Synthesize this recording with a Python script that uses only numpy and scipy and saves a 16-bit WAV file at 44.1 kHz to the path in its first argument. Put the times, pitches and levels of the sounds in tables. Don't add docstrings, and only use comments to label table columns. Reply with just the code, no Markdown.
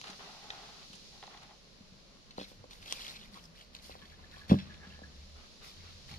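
import sys
import numpy as np
from scipy import signal
from scipy.fft import rfft, irfft
from scipy.io import wavfile
from scipy.ndimage import uniform_filter1d

SR = 44100
rng = np.random.default_rng(int(sys.argv[2]) if len(sys.argv) > 2 else 0)


def dump_mix(stems):
    frames = np.atleast_2d(stems).T
    limited = np.clip(frames, -1, 1)
    pcm = np.round(limited * 32767).astype(np.int16)
    wavfile.write(sys.argv[1], SR, pcm)


N = 272538
TIME = np.arange(N) / SR

# frequency in Hz, width in Hz, gain in dB.
GUIDE_BAR = [(402, 52, -11), (676, 90, -2.5), (773, 71, 3.5), (852, 86, 1.5), (1069, 53, -1),
             (1280, 270, -12), (1930, 170, -3.5), (3400, 290, 1.5)]
# frequency in Hz, likeness from 0 to 1.
ALL_ROUND = [(25, 0.2), (70, 0.74), (200, 0.58), (500, 0.43), (900, 0), (1600, 0), (15000, 0)]
BEAM_LEAD_S = 0.00007


def from_db(db):
    return 10 ** (np.asarray(db) / 20)


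def rms_one(x):
    return x / np.sqrt(np.mean(x ** 2) + 1e-20)


def peak_one(x):
    return x / np.sqrt(uniform_filter1d(x ** 2, size=132).max() + 1e-20)


def in_time(rows):
    s, *columns = np.transpose(rows)
    return [np.interp(TIME, s, c) for c in columns]


def during(rows):
    inside = (TIME >= rows[0][0]) & (TIME <= rows[-1][0])
    return uniform_filter1d(1. * inside, size=1500)


def at_hz(points, hz):
    f, value = np.transpose(points)
    return np.interp(np.log(hz + 1), np.log(f), value)


def butter(x, hz, kind, order=2):
    sos = signal.butter(order, np.clip(hz, 10, .45 * SR), kind, fs=SR, output="sos")
    return signal.sosfilt(sos, x)


def drift(rate_hz):
    return rms_one(butter(rng.standard_normal(2 * N), rate_hz, "low")[N:])


def resonate(x, hz, width_hz):
    r = np.exp(-np.pi * width_hz / SR)
    feed = np.array([1, 0, -1]) * (1 - r * r) / 2
    return signal.lfilter(feed, [1, -2 * r * np.cos(2 * np.pi * hz / SR), r * r], x)


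def through(resonances, force):
    return sum(from_db(db) * resonate(force, hz, width) * (-1) ** k
               for k, (hz, width, db) in enumerate(resonances))


def ring(modes, t, scatter_db):
    return sum(from_db(db + scatter_db * rng.standard_normal() - 60 * t / t60) * np.sin(2 * np.pi * hz * t)
               for hz, db, t60 in modes)


def add(track, s, sound):
    start = max(round(s * SR), 0)
    track[start:start + len(sound)] += sound[:N - start]


def noise(colour, likeness, grain_db=0):
    hz = np.fft.rfftfreq(N, 1 / SR)
    slips = from_db(grain_db * np.clip(drift(560), -2.5, 2.5))
    white = rfft(rng.standard_normal((2, N)) * slips)
    mid, side = white * from_db(at_hz(colour, hz)) * (hz > 15)
    alike = np.clip(at_hz(likeness, hz), 0, 1)
    pair = np.sqrt(1 + alike) * mid + np.sqrt(1 - alike) * side * [[1], [-1]]
    return rms_one(irfft(pair, N))


def strokes(rows, attack_s, sag_db_per_s, release_db_per_s):
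    power = np.zeros(N)
    t = TIME[:SR] - attack_s
    for s, hold, db in rows:
        fall_db = sag_db_per_s * np.maximum(t, 0) + release_db_per_s * np.maximum(t - hold, 0)
        rise = np.minimum(1 + t / attack_s, 1)
        add(power, s - attack_s, (rise * from_db(db - fall_db)) ** 2)
    return np.sqrt(power)


def left_first(pair, lead_s):
    late = np.arange(N) - np.round(lead_s * SR).astype(int)
    return np.array([pair[0], pair[1][np.clip(late, 0, N - 1)]])


def from_saw(pair):
    # time in seconds, lead in seconds.
    lead = [(0, 0.00032), (2.4, 0.00033), (3, .00039), (6.18, 0.00043)]
    return left_first(pair, in_time(lead)[0])


def scraping(bar_db=-2, grain_db=0.5, slips_per_s=900, slip_top_hz=1250):
    # full speed in seconds, hold in seconds, rasp level in dB,
    # guide bar level in dB before the trim bar_db.
    shoves = [(0.042, 0.091, -52, -55), (0.065, 0.022, -54, -63), (0.197, 0.11, -53, -53.5),
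              (0.33, 0.25, -60, -57), (0.43, 0.079, -60.5, -58), (0.522, 0.14, -54.5, -53),
              (0.679, 0.16, -58.5, -61), (0.934, 0.045, -65, -75), (1.12, 0.062, -80, -63),
              (1.229, 0.013, -56, -60), (1.298, 0.081, -58, -56.5), (1.42, 0.028, -58, -59.5),
              (1.49, 0.027, -65, -56.5), (4.66, 0.075, -65, -81), (4.833, 0.025, -59, -66),
              (5.36, 0.095, -60.5, -70), (5.618, 0.038, -57, -64.5), (5.838, 0.063, -59, -71),
              (6.116, 0.01, -58, -59)]
    # frequency in Hz, relative level in dB per Hz.
    rasp_colour = [(150, -46), (410, -6), (520, -14), (760, -16), (950, -15), (1250, -5.5), (1750, -14),
                   (2600, -11.5), (3800, -15), (5500, -24), (8000, -42), (15000, -46)]
    motion = dict(attack_s=0.01, sag_db_per_s=18, release_db_per_s=240)
    rasp_level = strokes([(s, hold, db) for s, hold, db, _ in shoves], **motion)
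    bar_level = strokes([(s, hold, db) for s, hold, _, db in shoves], **motion)
    rasp = noise(rasp_colour, ALL_ROUND, grain_db)
    slips = (rng.random(N) < slips_per_s / SR) * rng.normal(1, 0.45, (2, N))
    ringing = through(GUIDE_BAR, slips + 1e-18)
    hollow = from_db(bar_db) * rms_one(butter(ringing, slip_top_hz, "low"))
    judder = from_db(0.7 * drift(48))
    return left_first(judder * (rasp_level * rasp + bar_level * hollow), BEAM_LEAD_S)


def knocks():
    # start in seconds, peak in dB, contact time in seconds.
    landings = [(0.095, -44.5, 0.0017), (0.898, -49.5, 0.0087), (0.94, -52, 0.0079), (1.806, -45.5, 0.004),
                (1.92, -48, 0.012), (2.38, -39.5, 0.0013), (4.498, -23, 0.015), (4.51, -40, 0.00068),
                (4.5155, -7, 0.0022), (4.5393, -13.5, 0.0027), (4.868, -46, 0.0028), (5.019, -44.5, 0.0013),
                (6.108, -49, 0.014), (6.126, -42.5, 0.017)]
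    # frequency in Hz, level in dB, 60 dB decay time in seconds.
    beam_modes = [(97.7, -2, 0.2), (139.8, -10.5, 0.314), (193.5, 6, 0.19), (227.7, 8.5, 0.062),
                  (286, -9, 0.067), (317.4, -5.5, 0.13), (383, -6.5, 0.042), (450, -11.5, 0.1),
                  (528, -6, 0.078), (604, -0.5, 0.086), (757, -31, 0.17), (1110, -2, 0.073)]
    out, t = np.zeros(N), TIME[:SR // 2]
    for s, db, contact in landings:
        push = t * np.exp(-2 * np.pi * t / contact)
        motion = signal.fftconvolve(ring(beam_modes, t, scatter_db=0), push)[:len(t)]
        thud = butter(butter(motion, 134, "high"), 880, "low")
        add(out, s, from_db(db) * thud / np.abs(thud).max())
    return out


def bar_knocks():
    # start in seconds, peak in dB, brightness (low-pass) in Hz.
    bumps = [(0.204, -49.5, 1290), (0.274, -50.5, 1000), (0.534, -49, 1400), (1.227, -44, 2600),
             (1.2365, -47, 1300), (1.276, -48, 1300), (1.345, -53, 1900), (1.373, -50, 4000),
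             (1.508, -56, 2010)]
    out = np.zeros(N)
    clonk = through(GUIDE_BAR, 1. * (TIME[:SR // 10] == 0))
    for s, db, bright_hz in bumps:
        add(out, s, from_db(db) * peak_one(butter(clonk, bright_hz, "low")))
    return out


def friction(rub_db=-2.5, crisp_db=-1, grit_db=2.5, patchy_db=1.2):
    # full speed in seconds, hold in seconds, level in dB,
    # crisp top in dB; both levels are before the trims above.
    hand_strokes = [(2.385, 0.054, -54.5, -63), (2.488, 0.016, -70, -61), (2.72, 0.045, -64, -60.5),
                    (2.821, 0.079, -60, -61), (2.877, 0.043, -53.5, -55), (2.909, 0.2, -51, -53),
                    (3.075, 0.03, -52.5, -67), (3.148, 0.11, -60.5, -64), (3.336, 0.044, -61.5, -61),
                    (3.43, 0.011, -81, -63.5), (3.564, 0.054, -62.5, -65), (3.75, 0.013, -60.5, -63),
                    (3.835, 0.041, -62, -55), (3.894, 0.031, -58, -63), (3.993, 0.13, -64.5, -69),
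                    (4.187, 0.12, -68.5, -75), (4.325, 0.09, -61.5, -65.5), (4.503, 0.0017, -50, -51),
                    (4.644, 0.094, -64.5, -89), (4.872, 0.072, -62.5, -83), (5.124, 0.11, -70, -100),
                    (5.646, 0.033, -56, -56), (5.78, 0.21, -66, -80), (6.097, 0.022, -54, -59)]
    # frequency in Hz, relative level in dB per Hz.
    rub_colour = [(200, -9.5), (600, -1.5), (1100, -3), (1500, -3.5), (2200, -3), (3000, -5), (4200, 2.5),
                  (5500, -6), (7000, -17), (8500, -48)]
    # frequency in Hz, relative level in dB per Hz.
    crisp_colour = [(3000, -11), (5000, 4), (6200, -4), (7000, -5.5), (8000, -11), (9000, -9.5),
                    (10000, -7.5), (11700, -9.5), (15000, -17.5)]
    # frequency in Hz, likeness from 0 to 1.
    saw_likeness = [(25, 0.99), (200, 0.88), (800, 0.16), (2000, 0.098), (15000, 0.03)]
    motion = dict(attack_s=.026, sag_db_per_s=2, release_db_per_s=190)
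    rub_level = strokes([(s, hold, db) for s, hold, db, _ in hand_strokes], **motion)
    crisp_level = strokes([(s, hold, db) for s, hold, _, db in hand_strokes], **motion)
    patches = from_db(rub_db + patchy_db * drift(48))
    rub = patches * noise(rub_colour, saw_likeness, grain_db=-2.0) + from_db(grit_db) * grit()
    crisp = from_db(crisp_db) * noise(crisp_colour, saw_likeness, grain_db=3)
    return from_saw(rub_level * rub + crisp_level * crisp)


def grit(per_s=1000, spread_db=4.5, clump_db=2, ring_width_hz=150, count=22):
    # frequency in Hz, gain in dB.
    tick_colour = [(1900, -3), (2700, -3), (3300, 3), (4200, 3.5), (5200, -8.5), (6600, -11)]
    born = rng.random(N) < per_s * from_db(clump_db * drift(70)) / SR
    sizes = from_db(spread_db * np.minimum(rng.exponential(1, N), 3)) * rng.choice([-1, 1], N)
    force = born * sizes * rng.normal(1, 0.4, (2, N))
    dealt = rng.integers(0, count, N)
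    pitches = np.geomspace(tick_colour[0][0], tick_colour[-1][0], count)
    ticks = sum(from_db(at_hz(tick_colour, hz)) * resonate(force * (dealt == k) + 1e-18, hz, ring_width_hz)
                for k, hz in enumerate(pitches))
    return rms_one(ticks)


def taps():
    # start in seconds, peak in dB, pitch centre in Hz.
    touches = [(0.5031, -47.5, 750), (2.381, -36.5, 1050), (2.3831, -33, 500), (2.397, -42.5, 300),
               (2.414, -36.5, 346), (2.517, -49, 470), (2.641, -44, 507), (2.923, -44, 396),
               (3.359, -53, 1160), (3.373, -45, 1170), (3.896, -41, 540), (3.953, -42.5, 814),
               (4.192, -51, 790), (4.369, -46, 895), (4.4987, -37.5, 546), (4.5119, -25, 515),
               (4.521, -25, 473), (4.531, -29, 420), (4.542, -28, 480), (4.991, -46, 690),
               (5.018, -46, 591)]
    # frequency in Hz, level in dB, 60 dB decay time in seconds.
    casing_modes = [(196.8, -2.5, 0.45), (286, 9, 0.059), (383, -1, 0.069), (508.5, 7, 0.087),
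                    (574, 9.5, 0.037), (665, 9, 0.02), (766, 3, 0.056), (952, 17, 0.012), (1080, 11, 0.023),
                    (1280, 0, 0.033)]
    out, t = np.zeros(N), TIME[:SR // 5]
    for s, db, hz in touches:
        add(out, s, from_db(db) * peak_one(resonate(ring(casing_modes, t, scatter_db=1.5), hz, 400)))
    return out


def clicks(ring_db=-4, snap_db=-3, crack_width_hz=1700, top_hz=6500):
    # start in seconds, peak in dB, treble in dB relative to
    # the body before the trim snap_db, pitch centre in Hz, 60 dB decay time in seconds.
    contacts = [(0.0142, -39, -12, 3660, 0.0036), (0.041, -42, -11, 1850, 0.016),
                (0.057, -50, -7, 3800, .02), (0.071, -44.5, -14, 2860, 0.035),
                (0.08, -43.5, -10, 2200, 0.024), (0.1, -44, -7, 4120, 0.048),
                (0.829, -51.5, -16, 2980, 0.0098), (0.931, -49, -4, 2880, 0.056),
                (0.952, -52.5, 3, 4460, 0.06), (1.237, -49, -25, 3400, 0.012),
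                (1.268, -49, -27, 3400, 0.019), (1.375, -51, -27, 3280, 0.012),
                (1.432, -49, -4, 2600, .012), (2.308, -47, -20, 3160, 0.045),
                (2.378, -56, -26, 2800, 0.028), (2.394, -63, -25, 3280, 0.016),
                (2.416, -61, -25, 2980, 0.016), (2.709, -46, -25, 3640, 0.048),
                (2.732, -45, -23, 3460, 0.017), (2.8257, -49.5, -18, 2300, 0.019),
                (2.859, -45.5, -20, 2880, 0.02), (2.9, -50, -15, 4580, .012),
                (2.9034, -46, -17, 4200, 0.013), (2.9244, -27, -26, 2900, 0.008),
                (2.9248, -28, 4.5, 5740, 0.0059), (2.994, -44, -16, 3500, 0.0058),
                (3.08, -40.5, -15, 4140, 0.017), (3.094, -46, -19, 3630, 0.011),
                (3.16, -46, -26, 4300, 0.06), (3.439, -52, -24, 5100, .03), (3.454, -51, -20, 5150, 0.029),
                (3.574, -60, -22, 3000, .025), (3.611, -49, -13, 3120, 0.039),
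                (3.7502, -38.5, -9, 3260, 0.0053), (3.765, -50, -17, 4500, .008),
                (4.495, -40, -18, 2400, .02), (4.588, -42, -33, 2590, 0.033),
                (4.741, -50.5, -25, 2590, 0.029)]
    # frequency in Hz, width in Hz, gain in dB.
    plastic = [(1080, 620, 15.5), (1950, 68, -4), (2800, 1200, -8), (3230, 81, 5), (3800, 380, -0.5),
               (4630, 740, 21.5), (5530, 150, -5), (6550, 1200, 12)]
    out, t = np.zeros(N), TIME[:SR // 10]
    for s, db, treble_db, hz, length in contacts:
        decay = from_db(-60 * t / length)
        force = rng.standard_normal(len(t)) * decay
        force[0] = 3
        crack = peak_one(resonate(force, hz, crack_width_hz))
        chatter = from_db(ring_db) * peak_one(through(plastic, force))
        body = peak_one(butter(crack + chatter, top_hz, "low"))
        hiss = butter(rng.standard_normal(len(t)) * decay, [5200, 8800], "band")
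        snap = from_db(treble_db + snap_db) * peak_one(hiss)
        add(out, s, from_db(db) * peak_one(body + snap))
    return out


def catch(spot_width_hz=1800):
    # start in seconds, peak in dB, pitch centre in Hz.
    snaps = [(0.5031, -35.5, 2050), (0.5045, -33, 3700)]
    # frequency in Hz, level in dB, 60 dB decay time in seconds.
    catch_modes = [(850, -1, 0.012), (1400, -5, 0.013), (1911, 0, 0.027), (2600, 0, 0.02),
                   (3140, -8, 0.015), (3558, 0, 0.011), (3840, 1, 0.011), (4700, -5, 0.008),
                   (5340, -5.5, 0.016)]
    out, t = np.zeros(N), TIME[:SR // 10]
    for s, db, hz in snaps:
        struck = ring(catch_modes, t, scatter_db=3)
        add(out, s, from_db(db) * peak_one(resonate(struck, hz, spot_width_hz)))
    return out


def rattles(level_db=-4, loose_db=-13, top_hz=5500, touches_per_s=1100, spot_width_hz=2400):
    # start in seconds, peak in dB before the trim level_db, 60 dB decay time in seconds,
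    # pitch centre in Hz.
    jolts = [(2.397, -43, 0.11, 3550), (2.411, -39.5, 0.11, 3470), (4.4964, -36, 0.11, 2600),
             (4.502, -33.5, 0.14, 2700), (4.5865, -42, 0.16, 2700)]
    # frequency in Hz, width in Hz, gain in dB.
    loose_steel = [(1660, 170, 1), (2160, 25, -3), (2604, 84, -3), (2440, 130, -3), (3090, 25, -7),
                   (3460, 170, 2), (4200, 71, 1), (4880, 90, -5), (5430, 50, 1)]
    out, t = np.zeros(N), TIME[:SR // 5]
    for s, db, length, hz in jolts:
        touches = (rng.random(len(t)) < touches_per_s / SR) * rng.standard_normal(len(t))
        force = touches * from_db(-60 * t / length)
        force[0] = 1
        clatter = resonate(through(loose_steel, force) + from_db(loose_db) * force, hz, spot_width_hz)
        add(out, s, from_db(db + level_db) * peak_one(butter(clatter, top_hz, "low")))
    return out


def creaks(level_db=-6.5, wander=.018, rough_db=3.5, rasp_db=-6, rasp_width_hz=200):
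    # full level in seconds, hold in seconds, level in dB before the trim level_db, pitch in Hz.
    squeaks = [(2.121, 0.088, -67, 1117), (3.352, 0.028, -48.5, 1126), (4.016, 0.03, -51.5, 1730),
               (4.019, .015, -56, 1120), (4.121, 0.014, -50.5, 1720), (4.239, 0.012, -54, 1760),
               (4.331, 0.026, -47.5, 1710), (4.362, 0.045, -56.5, 1140), (4.411, 0.027, -46.5, 1706),
               (4.556, 0.013, -51, 1640), (4.7, 0.023, -46.5, 1686), (4.736, 0.07, -58, 1700),
               (4.815, 0.012, -45.5, 1690), (4.839, 0.013, -45, 1660), (4.869, 0.13, -56, 1706),
               (5.029, 0.026, -49, 1665)]
    attack_s, release_db_per_s = 0.00344, 697
    out, t = np.zeros(N), TIME[:SR // 4]
    for s, hold, db, hz in squeaks:
        bend = rms_one(butter(rng.standard_normal(len(t)), 90, "low"))
        grip = rms_one(butter(rng.standard_normal(len(t)), 220, "low"))
        tone = np.sin(2 * np.pi * np.cumsum(hz * (1 + wander * bend)) / SR)
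        narrowed = resonate(rng.standard_normal(len(t)), hz, rasp_width_hz)
        rasp = rms_one(resonate(narrowed, hz, rasp_width_hz))
        fall_db = release_db_per_s * np.maximum(t - attack_s - hold, 0)
        level = np.minimum(t / attack_s, 1) * from_db(db + level_db + rough_db * grip - fall_db)
        add(out, s - attack_s, level * rms_one(tone + from_db(rasp_db) * rasp) / np.sqrt(2))
    return out


def scatter(x, t60):
    t = TIME[:SR // 2]
    tail = rng.standard_normal((2, len(t))) * from_db(-60 * t / t60) * (t > .002)
    tail /= np.sqrt(np.sum(tail ** 2, axis=1, keepdims=True))
    return signal.fftconvolve(x[None], tail, axes=1)[:, :N]


def forest(murmur_db=1.5, air_db=-64.5, stir_db=1.0):
    # time in seconds, level in dB.
    breeze = [(0, -53.5), (1.08, -55.5), (1.6, -62), (3.65, -65), (4.3, -64.5), (5.15, -60), (6.18, -57)]
    # time in seconds, level in dB before the trim murmur_db.
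    murmur_curve = [(0.0, -62.5), (2.2, -65.5), (3.34, -61), (3.58, -64), (4.32, -61), (4.68, -58),
                    (5.27, -64), (6.18, -63)]
    # time in seconds, level in dB.
    rumble_curve = [(0, -71.5), (1.9, -67.5), (2.6, -63), (3.6, -64.5), (4.7, -63), (6.18, -60)]
    # frequency in Hz, relative level in dB per Hz.
    hiss_colour = [(1200, -51), (2200, -10), (3200, -4), (4200, 1.5), (5500, -2.5), (7200, -11),
                   (8200, -22.5), (9500, -17.5), (12000, -24.5), (15000, -37)]
    murmur_colour = [(60, -2.5), (120, 1), (190, 5), (300, -6), (550, -11), (1000, -11.5), (2000, -13),
                     (15000, -72)]
    rumble_colour = [(20, 11), (48, 9), (96, -20), (300, -61)]
    air_colour = [(20, -5), (48, 2.5), (96, -30), (180, -7), (305, -13.5), (560, -7), (900, -20.5),
                  (1110, -15), (1300, -23.5), (1600, -24), (3000, -16.5), (6000, -70), (15000, -61)]
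    hiss = from_db(in_time(breeze)[0]) * noise(hiss_colour, ALL_ROUND)
    murmur_level = in_time(murmur_curve)[0] + murmur_db + stir_db * drift(6)
    murmur = from_db(murmur_level) * noise(murmur_colour, ALL_ROUND)
    rumble = from_db(in_time(rumble_curve)[0]) * noise(rumble_colour, ALL_ROUND)
    air = from_db(air_db) * noise(air_colour, ALL_ROUND)
    return hiss + murmur + rumble + air


def drone(level_db=2, waver_db=3, wander=0.0234):
    # time in seconds, pitch in Hz, level in dB before the trim level_db.
    swells = [
        [(2.55, 96.5, -79), (2.61, 96, -57.5), (2.72, 92, -86), (2.83, 88.6, -60), (2.9, 88, -75)],
        [(3.18, 212, -63), (3.3, 208.3, -64), (3.38, 179, -68), (3.45, 162.4, -61.5), (3.56, 160, -69.5)],
        [(3.66, 65.3, -69), (4.302, 78.7, -61.5), (4.664, 79.9, -59), (5.102, 71, -58.5), (5.37, 72.2, -58),
         (5.55, 66, -80)],
        [(5.75, 140, -75), (5.88, 145, -72), (6.0, 137.7, -73), (6.14, 135.6, -56.5), (6.18, 135, -60)],
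        [(5.65, 71.7, -72), (5.708, 74, -72), (5.782, 86.7, -58.5), (5.948, 86.7, -55), (6.018, 75, -70),
         (6.18, 74.6, -51)],
    ]
    out = np.zeros(N)
    for swell in swells:
        hz, db = in_time(swell)
        phase = 2 * np.pi * np.cumsum(hz * (1 + wander * drift(22))) / SR
        level = from_db(db + level_db + waver_db * drift(5.5))
        out += during(swell) * level * np.sqrt(2) * np.sin(phase)
    return out


def scene(near_db=-12, far_db=-25, ground_db=-6, beam_top_hz=295, creak_lead_s=.00014):
    light, steel, creak = clicks() + taps() + catch(), rattles(), creaks()
    heavy, bar = knocks(), bar_knocks()
    beam = butter(butter(heavy, beam_top_hz, "low"), beam_top_hz, "low")
    body = butter(butter(heavy, beam_top_hz, "high"), beam_top_hz, "high")
    direct = from_saw([light + steel + body] * 2)
    direct = direct + left_first([beam + bar] * 2, BEAM_LEAD_S) + left_first([creak] * 2, creak_lead_s)
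    near = from_db(near_db) * scatter(light + bar, t60=0.055)
    ground = from_db(ground_db) * scatter(steel + butter(heavy, 330, "high", order=4), t60=.07)
    far = from_db(far_db) * scatter(light + bar + heavy, t60=0.56)
    return direct + near + ground + far + scraping() + friction() + drone() + forest()


def record(dry):
    return signal.sosfilt(signal.ellip(12, .1, 80, 15500, fs=SR, output="sos"), dry)


dry = scene()
out = record(dry)
dump_mix(out)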